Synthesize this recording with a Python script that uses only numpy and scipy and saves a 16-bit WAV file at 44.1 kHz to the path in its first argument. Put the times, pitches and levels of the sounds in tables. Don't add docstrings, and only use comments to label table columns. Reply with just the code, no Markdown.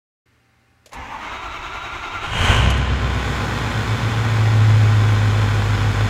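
import sys
import numpy as np
from scipy import signal
from scipy.fft import rfft, irfft, next_fast_len
from scipy.io import wavfile

SR = 44100
rng = np.random.default_rng(int(sys.argv[2]) if len(sys.argv) > 2 else 0)


def log_audio(samples):
    frames = np.atleast_2d(samples).T
    limited = np.clip(frames, -1, 1)
    pcm = np.round(limited * 32767).astype(np.int16)
    wavfile.write(sys.argv[1], SR, pcm)


N = 268877
T = np.arange(N) / SR
PADDED = next_fast_len(N + 4096)
HZ = np.fft.rfftfreq(PADDED, 1 / SR)


def amp(db):
    return 10 ** (np.asarray(db) / 20)


def unit(x):
    return x / np.sqrt(np.mean(x ** 2) + 1e-20)


def noise():
    return rng.standard_normal(N)


def wander(hz, t=T):
    knots = rng.standard_normal(2048)
    return np.interp(t * hz * 2, np.arange(len(knots)), knots)


def ramp(start, end):
    return np.clip((T - start) / max(end - start, 1e-3), 0, 1)


def swell(start, attack, hold, t60, db):
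    return ramp(start, start + attack) * amp(db - 60 * np.maximum(T - start - attack - hold, 0) / t60)


def gain_at(spectrum, hz):
    f, db = np.transpose(spectrum)
    return amp(np.interp(np.log(hz + 1), np.log(f + 1), db))


def colour(x, spectrum, modes=(), ripple_db=0):
    peaks = sum(amp(db) / (1 + (2 * (HZ - f) / width) ** 2) for f, width, db in modes)
    ripple = np.interp(HZ / 22, np.arange(1024), rng.uniform(-1, 1, 1024))
    gain = gain_at(spectrum, HZ) * (1 + peaks) * amp(ripple_db * ripple * np.minimum(HZ / 2000, 1))
    return unit(irfft(rfft(x, PADDED) * gain, PADDED)[:N])


def resonate(x, hz, width):
    r = np.exp(-np.pi * width / SR)
    carrier = np.exp(2j * np.pi * hz * T)
    return 2 * (carrier * signal.lfilter([(1 - r) ** 2], [1, -2 * r, r ** 2], x / carrier + 1e-18)).real


def impacts(cycles, scatter_db, t60):
    whole = np.maximum.accumulate(np.floor(cycles))
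    blows = (np.diff(whole, prepend=whole[0]) > 0) * amp(scatter_db * noise())
    tail = rng.standard_normal(4096) * amp(-60 * T[:4096] / t60)
    return signal.oaconvolve(blows, tail / np.linalg.norm(tail))[:N]


# f/Hz, level/dB
PUMP_PARTIALS = [(118.4, -65), (232, -76), (263.8, -79), (308, -82), (1351, -83), (2073, -79)]
HISS_SPECTRUM = [(22, -31), (50, -13), (88, 0), (125, -42), (180, -12), (260, -14), (420, -18), (700, -22),
                 (1300, -18.5), (1700, -18.5), (2080, -19), (2900, -26.5), (6900, -34.5), (15000, -45)]

def fuel_pump():
    wavering_time = T + np.cumsum(.0035 * wander(12)) / SR
    hum = sum(amp(db) * np.sqrt(2) * np.sin(2 * np.pi * hz * wavering_time) for hz, db in PUMP_PARTIALS)
    whine = amp(-70) * np.sin(2 * np.pi * 786 * wavering_time) * ramp(.4, .41)
    hiss = amp(-60.5) * colour(noise(), HISS_SPECTRUM, ripple_db=4.5)
    return (hum + whine + hiss) * ramp(.256, .262)


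# t/s, level/dB, t60/s, power share of the thunk
KEY_CLICKS = [(0.859, -41, 0.085, .5), (0.892, -49, 0.05, 0.75), (0.92, -41, .07, 0.88),
              (0.931, -39, 0.095, .05), (2.452, -30, .03, 0), (2.702, -25.5, .05, 0.1),
              (2.777, -37, .04, .02)]
# f/Hz, level/dB
SNAP_SPECTRUM = [(500, -30), (3000, 7), (5500, 1), (7000, 6), (9000, -7), (11000, 0), (13000, -11),
                 (15500, -28)]
THUNK_SPECTRUM = [(80, -10), (300, -6), (600, 9), (900, -9), (2400, -5), (5000, -13), (12000, -35)]

def key_and_solenoid():
    snap = colour(noise(), SNAP_SPECTRUM)
    thunk = colour(noise(), THUNK_SPECTRUM)
    clicks = 0
    for start, db, t60, dull in KEY_CLICKS:
        decay = ramp(start, start + .00067) * amp(db - 60 * np.maximum(T - start, 0) / t60)
        clicks += decay * (np.sqrt(1 - dull) * snap + np.sqrt(dull) * thunk)
    return clicks


# t/s, level/dB
MOUNT_THUDS = [(2.305, -25), (2.359, -24), (2.405, -19), (2.437, -21), (2.486, -26)]

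def mounts():
    thuds = 0
    for start, db in MOUNT_THUDS:
        age = np.maximum(T - start, 0)
        modes = np.sin(2 * np.pi * 47 * age) - np.sin(2 * np.pi * 86 * age)
        thuds += amp(db - 60 * age / .23) * modes * ramp(start, start + .0055)
    shake = colour(noise(), [(25, -39), (50, -13), (85, 6), (105, 3.5), (145, -9), (200, -33),
                             (900, -71)])
    return thuds + swell(2.24, attack=.28, hold=.2, t60=2.5, db=-24.8) * shake


ENGAGE_S, CATCH_S, TOP_S = .915, 2.19, 2.68
CRANK_HZ, TOP_HZ, IDLE_HZ = 10.1, 64.6, 50.1

def stroke_rates():
    shortfall, spin_up_s, settle_s = .4, .22, 1.2
    lag = shortfall * np.exp(-np.maximum(T - ENGAGE_S, 0) / spin_up_s)
    crank_hz = CRANK_HZ * (1 - lag) * (T > ENGAGE_S)
    governed_hz = IDLE_HZ + (TOP_HZ - IDLE_HZ) / (1 + (np.maximum(T - TOP_S, 0) / settle_s) ** 2.3)
    caught = np.sin(np.pi / 2 * ramp(CATCH_S, TOP_S)) ** 2
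    return crank_hz, crank_hz + caught * (governed_hz - crank_hz)


# f/Hz, level/dB
SLOW_GEAR_SPECTRUM = [(150, -14), (260, -4), (380, -13), (640, -10), (860, -1), (1130, -3), (1340, -13),
                      (1660, -8.5), (2250, -8), (2920, -15.5), (3500, -21), (5000, -29), (6600, -29.5),
                      (9000, -45), (15500, -56)]
FAST_GEAR_SPECTRUM = [(150, -19.5), (380, -6), (520, -17), (720, -6), (1350, -4), (1800, -13.5),
                      (2200, -7.5), (2850, -11), (3350, -17), (3800, -17.5), (4800, -27.5), (6600, -26),
                      (9000, -43), (15500, -53)]
SHUDDER_SPECTRUM = [(13, -42), (22, 0), (38, 1.5), (54, 4), (104, -3), (125, -12), (146, -10), (200, -27),
                    (260, -48), (440, -120)]
# f/Hz, bandwidth/Hz, level/dB
HOUSING_MODES = [(890, 39.6, -6), (1183, 48, -0.5), (1383, 75, -2.5), (2070, 41.4, -4), (3800, 110, 0),
                 (6650, 540, -12)]

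def starter(crank_hz, strokes):
    teeth_per_stroke = 33.9
    elapsed = T - ENGAGE_S
    racing = -np.cos(2 * np.pi * strokes) * ramp(1.05, 1.42)
    unloaded = ramp(2.25, 2.42)
    sway = 1 + .028 * np.cos(2 * np.pi * (strokes - .35)) + .011 * wander(50)
    teeth = np.cumsum(teeth_per_stroke * crank_hz * (1 + .16 * unloaded) * sway) / SR
    whine = 0
    for k in range(1, 13):
        whine += np.cos(2 * np.pi * (k * teeth + rng.random())) * (1 + 1.3 * wander(60)) * min(k / 3, 1)
    grind = noise() * np.exp(.2 * np.cos(2 * np.pi * .57 * teeth))
    drive = unit(grind) + amp(-12.5) * unit(whine)
    at_speed = ramp(1.205, 1.373)
    slow = np.sqrt(1 - at_speed) * colour(drive, SLOW_GEAR_SPECTRUM, ripple_db=6)
    fast = np.sqrt(at_speed) * colour(drive, FAST_GEAR_SPECTRUM, HOUSING_MODES, ripple_db=3.5)
    gears = (amp(-2) * slow + fast) * ramp(.9, .955) * amp(-32.6 + 2.6 * elapsed + 1.5 * racing)
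    squawk = colour(drive, [(600, -40), (860, 0), (1120, -1), (1400, -25), (4000, -50)])
    squawk *= swell(1.1, attack=.025, hold=.01, t60=.28, db=-34.5)
    brushes = colour(noise(), [(3000, -30), (6500, 11), (9000, -5), (15000, -3)])
    brushes *= amp(-63.2 + 2.2 * elapsed + 3.2 * racing)
    lurch = swell(.935, attack=.035, hold=.015, t60=1.1, db=-37.5)
    rocking = (lurch + amp(-39.8) * ramp(1.24, 1.31)) * amp(1.4 * np.cos(2 * np.pi * (strokes - .6)))
    shudder = rocking * colour(noise(), SHUDDER_SPECTRUM)
    return (gears + squawk + brushes + shudder) * ramp(.904, .925) * (1 - unloaded)


CYLINDERS = 8
# f/Hz, level/dB
CAB_RESPONSE = [(20, -24), (36, -15), (48, -15), (62, 0), (76, -1), (92, 5), (109, 13), (122, -8.5),
                (140, 7.5), (156, -11.5), (172, -1), (186, -4.5), (202, -1), (214, -6.5), (232, 0.5),
                (245, 1.5), (262, -5), (290, -12.5), (450, -14.5), (800, -36.5)]

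def exhaust_rumble(firing_hz, strokes):
    t, hz, cycles = T[::16], firing_hz[::16], strokes[::16]
    comb = 0
    for order in np.arange(3, 64) / CYLINDERS:
        phase = 2 * np.pi * (order * cycles + rng.random()) + .41 * wander(4, t)
        comb += gain_at(CAB_RESPONSE, order * hz) * np.cos(phase)
    comb = np.interp(T, t, comb * np.sqrt(hz))
    puffs = colour(noise() * np.exp(-(strokes % 1) / .5), CAB_RESPONSE + [(3000, -90)])
    return amp(-27.2) * (unit(comb) + amp(-9) * puffs) * ramp(2.25, 2.42)


# driving harmonic of the firing rate, f/Hz, bandwidth/Hz, level/dB
CAB_MODES = [(1, 51.3, 4, -31), (2, 108, 7.5, -12.4)]

def exhaust_tones(strokes):
    phase = 2 * np.pi * strokes
    sharpness = ramp(2.5, 2.65) * (1 - ramp(2.69, 2.8))
    pulses = np.sin(phase) + amp(-4.5) * np.sin(2 * phase) + amp(-7) * sharpness * np.sin(3 * phase)
    uneven = amp(1.5 * wander(12))
    flare = swell(2.46, attack=.17, hold=.04, t60=2.9, db=-19.3) * uneven * pulses
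    lope = 1 + .33 * np.cos(phase / CYLINDERS)
    booms = sum(amp(db) * resonate(lope * np.sin(k * phase), f, width) for k, f, width, db in CAB_MODES)
    steady = (amp(-35.5) * np.sin(phase) + booms) * ramp(2.31, 2.43)
    return np.sqrt(2) * (flare + steady)


# f/Hz, level/dB
KNOCK_SPECTRUM = [(150, 8), (250, -11.5), (550, -3), (740, 0), (1030, -3), (1700, -4), (2600, -4),
                  (3120, -1), (3450, -12), (4000, -14.5), (5000, -22.5), (6600, -17), (9000, -27.5),
                  (12000, -44.5), (15500, -52)]
IDLE_SPECTRUM = [(150, -15), (290, 1), (450, -1), (600, -2), (850, 0.5), (1500, -1), (1750, -2.5),
                 (2700, -9), (3350, -8), (4600, -15.5), (5200, -18.5), (7000, -20), (9000, -35.5),
                 (12000, -39.5), (15500, -48)]
FIZZ_SPECTRUM = [(3000, -26), (6500, 6.5), (9000, -1.5), (11000, -2), (15500, -8)]
# f/Hz, bandwidth/Hz, level/dB
HARD_KNOCK_MODES = [(1038, 57, 1), (1520, 50, 1), (2850, 72, -2), (2930, 43, -4), (3165, 37, -3)]
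IDLE_MODES = [(464, 35, -9.5), (815, 44, -6), (1030.3, 34, -6), (1456, 64, -5.5), (1609.6, 43, -11),
              (2040, 54, -10), (2280, 120, -10), (3470, 66, -7), (4175, 95, -5), (5150, 270, -2.5),
              (7230, 350, -5.5)]

def engine_clatter(strokes):
    taps = 0
    for pair in range(4):
        revolutions = (strokes - pair) / 4
        knocks = impacts(revolutions + .004 * wander(30), scatter_db=1.2, t60=.11)
        ticks = impacts(strokes + pair / 4 + .13 * wander(30), scatter_db=2.1, t60=.019)
        taps += knocks + amp(-2) * ticks
    taps = colour(taps, [(300, .5), (550, -2), (1500, -1.3), (2500, -3.5), (6000, -7.5), (15000, -6.5)])
    wash = colour(noise(), [(300, -3), (550, -3), (1500, .8), (2500, 1), (6000, -1), (15000, -1.5)])
    drive = taps + amp(4.5) * wash
    weak = swell(2.205, attack=.035, hold=.1, t60=.5, db=-29.3)
    hard = swell(2.3, attack=.17, hold=.045, t60=1.2, db=-17)
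    knock = (weak + hard) * colour(drive, KNOCK_SPECTRUM, HARD_KNOCK_MODES, ripple_db=1.5)
    idle = amp(-27.3) * ramp(2.2, 3.3) * colour(drive, IDLE_SPECTRUM, IDLE_MODES, ripple_db=4.5)
    knock_edge = swell(2.31, attack=.12, hold=.13, t60=.45, db=-47.5) + amp(-32) * weak
    oil_pressure = ramp(2.92, 3.35)
    fizz = (knock_edge + amp(-52) * oil_pressure) * colour(drive, FIZZ_SPECTRUM, ripple_db=3.5)
    return knock + idle + fizz


def scene():
    crank_hz, firing_hz = stroke_rates()
    strokes = np.cumsum(firing_hz) / SR - .11
    starting = fuel_pump() + key_and_solenoid() + starter(crank_hz, strokes) + mounts()
    running = exhaust_rumble(firing_hz, strokes) + exhaust_tones(strokes) + engine_clatter(strokes)
    return (starting + running)[None]


def record(dry):
    low_pass = signal.firwin(1023, 15800, window=("kaiser", 9), fs=SR)
    return signal.oaconvolve(dry, low_pass[None], "same")


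dry = scene()
out = record(dry)
log_audio(out)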